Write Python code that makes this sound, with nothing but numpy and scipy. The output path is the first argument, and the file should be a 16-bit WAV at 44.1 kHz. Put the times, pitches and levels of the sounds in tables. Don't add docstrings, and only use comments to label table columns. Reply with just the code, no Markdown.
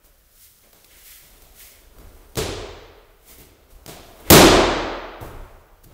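import sys
import numpy as np
from scipy import signal
from scipy.fft import rfft, irfft, next_fast_len
from scipy.io import wavfile
from scipy.ndimage import uniform_filter1d

SR = 44100
rng = np.random.default_rng(int(sys.argv[2]) if len(sys.argv) > 2 else 0)


def unload_audio(sound):
    columns = np.transpose(np.atleast_2d(sound))
    steps = np.round(np.clip(columns, -1, 1) * 32767)
    wavfile.write(sys.argv[1], SR, steps.astype(np.int16))


N = 261513


def from_db(db):
    return 10 ** (np.asarray(db) / 20)


def rms_one(x):
    return x / np.sqrt(np.mean(x ** 2) + 1e-20)


def at_hz(points, hz):
    table_hz, values = np.array(points).T
    return np.interp(np.log(hz), np.log(table_hz), values)


def colour(x, spectrum):
    size = next_fast_len(len(x))
    hz = np.arange(size // 2 + 1) * SR / size + 1
    gain = rms_one(from_db(at_hz(spectrum, hz)))
    return irfft(rfft(x, size) * gain, size)[:len(x)]


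def causal(gain):
    cepstrum = irfft(np.log(gain))
    cepstrum[1:len(gain) - 1] *= 2
    cepstrum[len(gain):] = 0
    return irfft(np.exp(rfft(cepstrum)))


def flutter(per_s, depth_db):
    knots_per_s = 400
    knots = rng.standard_normal(int(N / SR * knots_per_s) + 2)
    smooth = rms_one(uniform_filter1d(knots, max(1, round(knots_per_s / per_s))))
    wobble = np.interp(np.arange(N) / SR * knots_per_s, np.arange(len(knots)), smooth)
    return from_db(depth_db * wobble)


def burst(decay_ms, push=0.19):
    ms = np.arange(SR // 50) * 1000 / SR
    puff = (push + rng.standard_normal(SR // 50)) * np.exp(-ms / max(decay_ms, .1))
    return puff / np.sqrt(np.sum(puff ** 2))


# (f/Hz, relative level/dB)
AIR_COLOUR = [(12, -40.5), (20, 5), (53, 0.5), (166, -11.5), (352, -26), (534, -16.5), (811, -31),
              (1410, -15.5), (1670, -18.5), (6720, -30.5), (9930, -32.5), (13100, -24.5), (15500, -21)]
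AIR_DB = -59


def steady_air():
    return from_db(AIR_DB) * colour(rng.standard_normal(N), AIR_COLOUR)


# (t/s, hiss level/dB, shuffle level/dB, rumble level/dB)
RUSTLE_LEVELS = [(0.0, -70, -66, -66), (0.15, -61, -73.5, -67), (0.8, -54.5, -70.5, -60),
                 (1.5, -57.5, -62.5, -61.5), (1.85, -63, -60.5, -52.5), (2.35, -58.5, -57.5, -48),
                 (2.6, -74, -75, -67), (3.2, -66, -70, -62.5), (3.549, -69.5, -62.5, -63),
                 (3.83, -65, -57.5, -49), (4.099, -54, -56, -52), (4.401, -80, -77, -66.5),
                 (5.55, -75, -63.5, -56.5), (5.93, -70, -75, -52)]
RUMBLE_WOBBLE_DB = 4


def rustle():
    t = np.arange(N) / SR
    s, hiss_db, shuffle_db, rumble_db = np.transpose(RUSTLE_LEVELS)
    hiss = from_db(np.interp(t, s, hiss_db))
    rub = np.zeros(N)
    shuffle = from_db(np.interp(t, s, shuffle_db))
    rumble = from_db(np.interp(t, s, rumble_db)) * flutter(12, depth_db=RUMBLE_WOBBLE_DB)
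    return np.array([hiss, rub, shuffle, rumble])


# (fastest moment t/s, rise t/s, fall t/s, hiss level/dB, rub level/dB, shuffle level/dB, rumble level/dB)
SLIDE_STROKES = [(0.05, 0.024, 0.069, -54, -73, -67, -54), (0.44, 0.14, 0.12, -46, -61, -77, -63),
                 (0.64, .02, 0.11, -63, -59, -58.5, -70), (0.93, 0.072, 0.21, -53, -52.5, -63, -64),
                 (1.11, 0.17, 0.22, -41.5, -51, -85, -64), (1.36, 0.13, 0.26, -55.5, -63, -58.5, -50.5),
                 (1.61, 0.069, 0.21, -41, -49, -63.5, -65), (1.99, 0.091, 0.24, -63, -66, -55.5, -42.5),
                 (2.2, 0.17, 0.2, -69, -63, -61, -64), (3.314, 0.084, 0.073, -43.5, -52, -54, -50.5),
                 (3.405, 0.12, 0.12, -48.5, -54, -55, -51), (3.712, 0.023, 0.063, -54, -60.5, -63, -51),
                 (3.9, 0.048, .1, -43.5, -50, -52.5, -47.5), (4.21, 0.097, 0.084, -52, -56, -48, -51.5),
                 (4.29, 0.064, 0.062, -57, -42.5, -40, -35.5),
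                 (5.225, 0.026, 0.17, -49, -53.5, -38.5, -41.5), (5.364, 0.046, 0.4, -74, -71, -54, -42.5),
                 (5.843, .012, 0.019, -45.5, -64, -62, -56), (5.93, 0.069, 0.055, -65, -62, -53, -60)]
# (f/Hz, relative level/dB)
HISS_COLOUR = [(1760, -28.5), (3000, -5.5), (4290, -3.5), (6170, -1), (6990, -2), (13600, 2), (15500, 2.5)]
# (f/Hz, relative level/dB)
RUB_COLOUR = [(800, -24), (1400, -10), (1800, -6), (2120, 0), (2500, -6), (3300, -6), (5000, -15)]
# (f/Hz, relative level/dB)
SHUFFLE_COLOUR = [(100, -9.5), (200, 3), (450, 6.5), (800, 0), (1400, -4.5), (2500, -34)]
# (f/Hz, relative level/dB)
RUMBLE_COLOUR = [(15, -10), (28, 16.5), (42, 8), (70, 4), (120, -14.5), (200, -35)]
SLIDE_SWING_DB, SLIDE_ROUNDING = 21, .2


def slides():
    t = np.arange(N) / SR
    gains = rustle()
    for peak_s, rise_s, fall_s, *levels_db in SLIDE_STROKES:
        away = np.where(t < peak_s, (peak_s - t) / rise_s, (t - peak_s) / fall_s)
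        rounded = np.hypot(away, SLIDE_ROUNDING) - SLIDE_ROUNDING
        stroke = from_db(-SLIDE_SWING_DB * rounded)
        gains = np.hypot(gains, from_db(levels_db)[:, None] * stroke)
    rubbing = np.zeros(N)
    for gain, spectrum in zip(gains, [HISS_COLOUR, RUB_COLOUR, SHUFFLE_COLOUR, RUMBLE_COLOUR]):
        rubbing += gain * flutter(60, depth_db=1.03) * colour(rng.standard_normal(N), spectrum)
    return rubbing


# (f/Hz, relative level/dB)
SLAP_COLOUR = [(1500, -11), (2100, -3), (2700, -3), (3500, 0), (4400, -1), (5400, -3.5), (7000, -2.5),
               (10000, -7), (16000, -7)]
# (f/Hz, relative level/dB)
BODY_COLOUR = [(300, -1), (600, 2), (850, -2), (1250, -5), (1700, -10), (2500, -13), (5000, -36.5)]
# (f/Hz, relative level/dB)
THUD_COLOUR = [(70, -26), (140, 1), (220, -3), (350, 1.5), (500, -7.5), (900, -26)]
# (f/Hz, relative level/dB)
SHAKE_COLOUR = [(18, -7), (35, 1.5), (60, 0), (90, 18.5), (140, 3.5), (250, -43.5)]
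# (f/Hz, relative level/dB)
CRACK_COLOUR = [(3000, -26), (6000, -15), (9000, -3.5), (13000, 14.5), (16000, 15.5)]
KNOCK_WIDTH_HZ = 123


def blow_pulse(levels_db, knock_hz, knock_db):
    hz = np.arange(4097) * SR / 8192 + 1
    spectra = [SLAP_COLOUR, BODY_COLOUR, THUD_COLOUR, SHAKE_COLOUR, CRACK_COLOUR]
    parts = [rms_one(from_db(at_hz(spectrum, hz))) for spectrum in spectra]
    parts.append(rms_one(1 / (1 + (2 * (hz - knock_hz) / KNOCK_WIDTH_HZ) ** 2)))
    power = sum((from_db(db) * part) ** 2 for db, part in zip(levels_db + [knock_db], parts))
    return causal(np.sqrt(power * SR / 200))


def ring(age, hz, level_db, t60):
    swell = 1 - np.exp(-age / 0.023)
    return swell * from_db(level_db - 60 * age / t60) * np.sin(2 * np.pi * hz * age)


# (f/Hz, level against the other boards/dB, time to fall 60 dB t/s)
FLOOR_BOARDS = [(32.2, -7.5, 1.3), (40, -3, 1.7), (56.3, -12, 1.0), (81.9, -6.5, 1.68), (126.5, -2, 1),
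                (159.5, -3.5, 0.55), (183.6, -3.5, 0.58), (297, -9.5, 0.62)]
BOARDS_DB, BOARD_LUCK_DB = -9, 3.37


def ringing_boards(age, shake_db):
    luck = rng.normal(0, BOARD_LUCK_DB, len(FLOOR_BOARDS))
    return sum(ring(age, hz, shake_db + db + BOARDS_DB + luck_db, t60)
               for (hz, db, t60), luck_db in zip(FLOOR_BOARDS, luck))


# (t/s, slap level/dB, body level/dB, thud level/dB, floor shake level/dB,
#  skin crack level/dB, direct path level/dB, knock f/Hz, knock level/dB)
BLOWS_AND_TICK = [(0.0435, -62, -60.5, -64, -74, -52, 0, 567, -62.5),
                  (0.7301, -51, -52, -71, -58, -47, 0.5, 450, -65),
                  (0.8448, -55.5, -72, -70, -70, -56, 10, 418, -78),
                  (1.2123, -53, -56.5, -69, -52, -50, -6, 570, -65),
                  (1.4207, -51, -56, -76, -54, -45, 1, 684, -60),
                  (1.9844, -57, -50, -46, -49, -48, 0.5, 292, -55),
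                  (2.356, -19.5, -23, -24.5, -20, -32, -17, 422, -20.5),
                  (3.3841, -51.5, -71, -46, -44.5, -40, -4, 389, -54.5),
                  (3.8625, -34.5, -37, -37, -40, -38.5, -2, 693, -41),
                  (4.3019, 0, 0.5, 1, -8.5, 1.5, 20.5, 335.8, -2.5),
                  (5.211, -53, -42, -55, -30.5, -40.5, 2.5, 368, -48),
                  (5.8416, -59, -63, -52.5, -42.5, -50, 4, 310, -56)]
CONTACT_MS, SOFT_CONTACT_MS, FIRM_DB = 2.2, 5.5, -45
KNOCK_RING_DB, KNOCK_T60_S = -15, 1.4
AIRBORNE_HZ = 210


def blows_and_tick():
    sent, direct, ringing = np.zeros((3, N + SR))
    for s, *levels_db, direct_db, knock_hz, knock_db in BLOWS_AND_TICK:
        at = round(s * SR)
        pulse = blow_pulse(levels_db, knock_hz, knock_db)
        sent[at:at + len(pulse)] += pulse
        slap_db, shake_db = levels_db[0], levels_db[3]
        contact_ms = CONTACT_MS if slap_db > FIRM_DB else SOFT_CONTACT_MS
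        smeared = signal.fftconvolve(pulse, burst(contact_ms))
        direct[at:at + len(smeared)] += from_db(direct_db) * smeared
        age = np.arange(N + SR - at) / SR
        ringing[at:] += ring(age, knock_hz, knock_db + KNOCK_RING_DB, KNOCK_T60_S)
        ringing[at:] += ringing_boards(age, shake_db)
    low_cut = signal.butter(2, AIRBORNE_HZ, "high", fs=SR, output="sos")
    airborne = signal.sosfilt(low_cut, direct)
    return sent[:N], (airborne + ringing)[:N]


# (f/Hz, time to fall 60 dB t/s)
HALL_DECAY = [(30, 1.2), (80, 1.1), (140, 0.78), (210, 1), (340, 1.154), (550, 1.47), (1400, 1.66),
              (3800, 1.17), (7000, 0.77), (11000, 0.45), (15500, 0.16)]
# (delay t/s, level/dB)
WALL_ECHOES = [(0.017, -6), (.022, -13), (.033, -9), (0.07, -14.5)]
HALL_GAP_S, HALL_BUILD_S, HALL_DB, ECHO_SPREAD_MS = 0.0094, 0.015, -12.5, 1


def hall():
    t = np.arange(2 * SR) / SR
    white = rng.standard_normal((2, len(t)))
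    edges = 20 * 2 ** np.arange(0, 9.7, 1 / 3)
    tail = np.zeros(len(t))
    for k, (low, high) in enumerate(zip(edges, edges[1:])):
        band_filter = signal.butter(3, [low, high], "band", fs=SR, output="sos")
        band = signal.sosfilt(band_filter, white[k % 2])
        t60 = at_hz(HALL_DECAY, np.sqrt(low * high))
        tail += band * from_db(-60 * t / t60)
    build = np.clip((t - HALL_GAP_S) / HALL_BUILD_S, 0, 1)
    tail = tail * from_db(HALL_DB) / np.sqrt(SR / 1000) * build
    for delay, db in WALL_ECHOES:
        echo = from_db(db) * burst(ECHO_SPREAD_MS)
        start = round(delay * SR)
        tail[start:start + len(echo)] += echo
    return tail


SLIDE_WET_DB = -11.5


def scene():
    sent, near = blows_and_tick()
    rubbing = slides()
    wet = signal.fftconvolve(sent + from_db(SLIDE_WET_DB) * rubbing, hall())[:N]
    return (near + rubbing + wet + steady_air())[None]


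OVERLOAD, CUTOFF_HZ = .76, 15700


def record(dry):
    clipped = dry / (1 + np.abs(dry / OVERLOAD) ** 6.0) ** (1 / 6.0)
    top_cut = signal.ellip(12, .5, 70, CUTOFF_HZ, fs=SR, output="sos")
    return signal.sosfilt(top_cut, clipped)


dry = scene()
out = record(dry)
unload_audio(out)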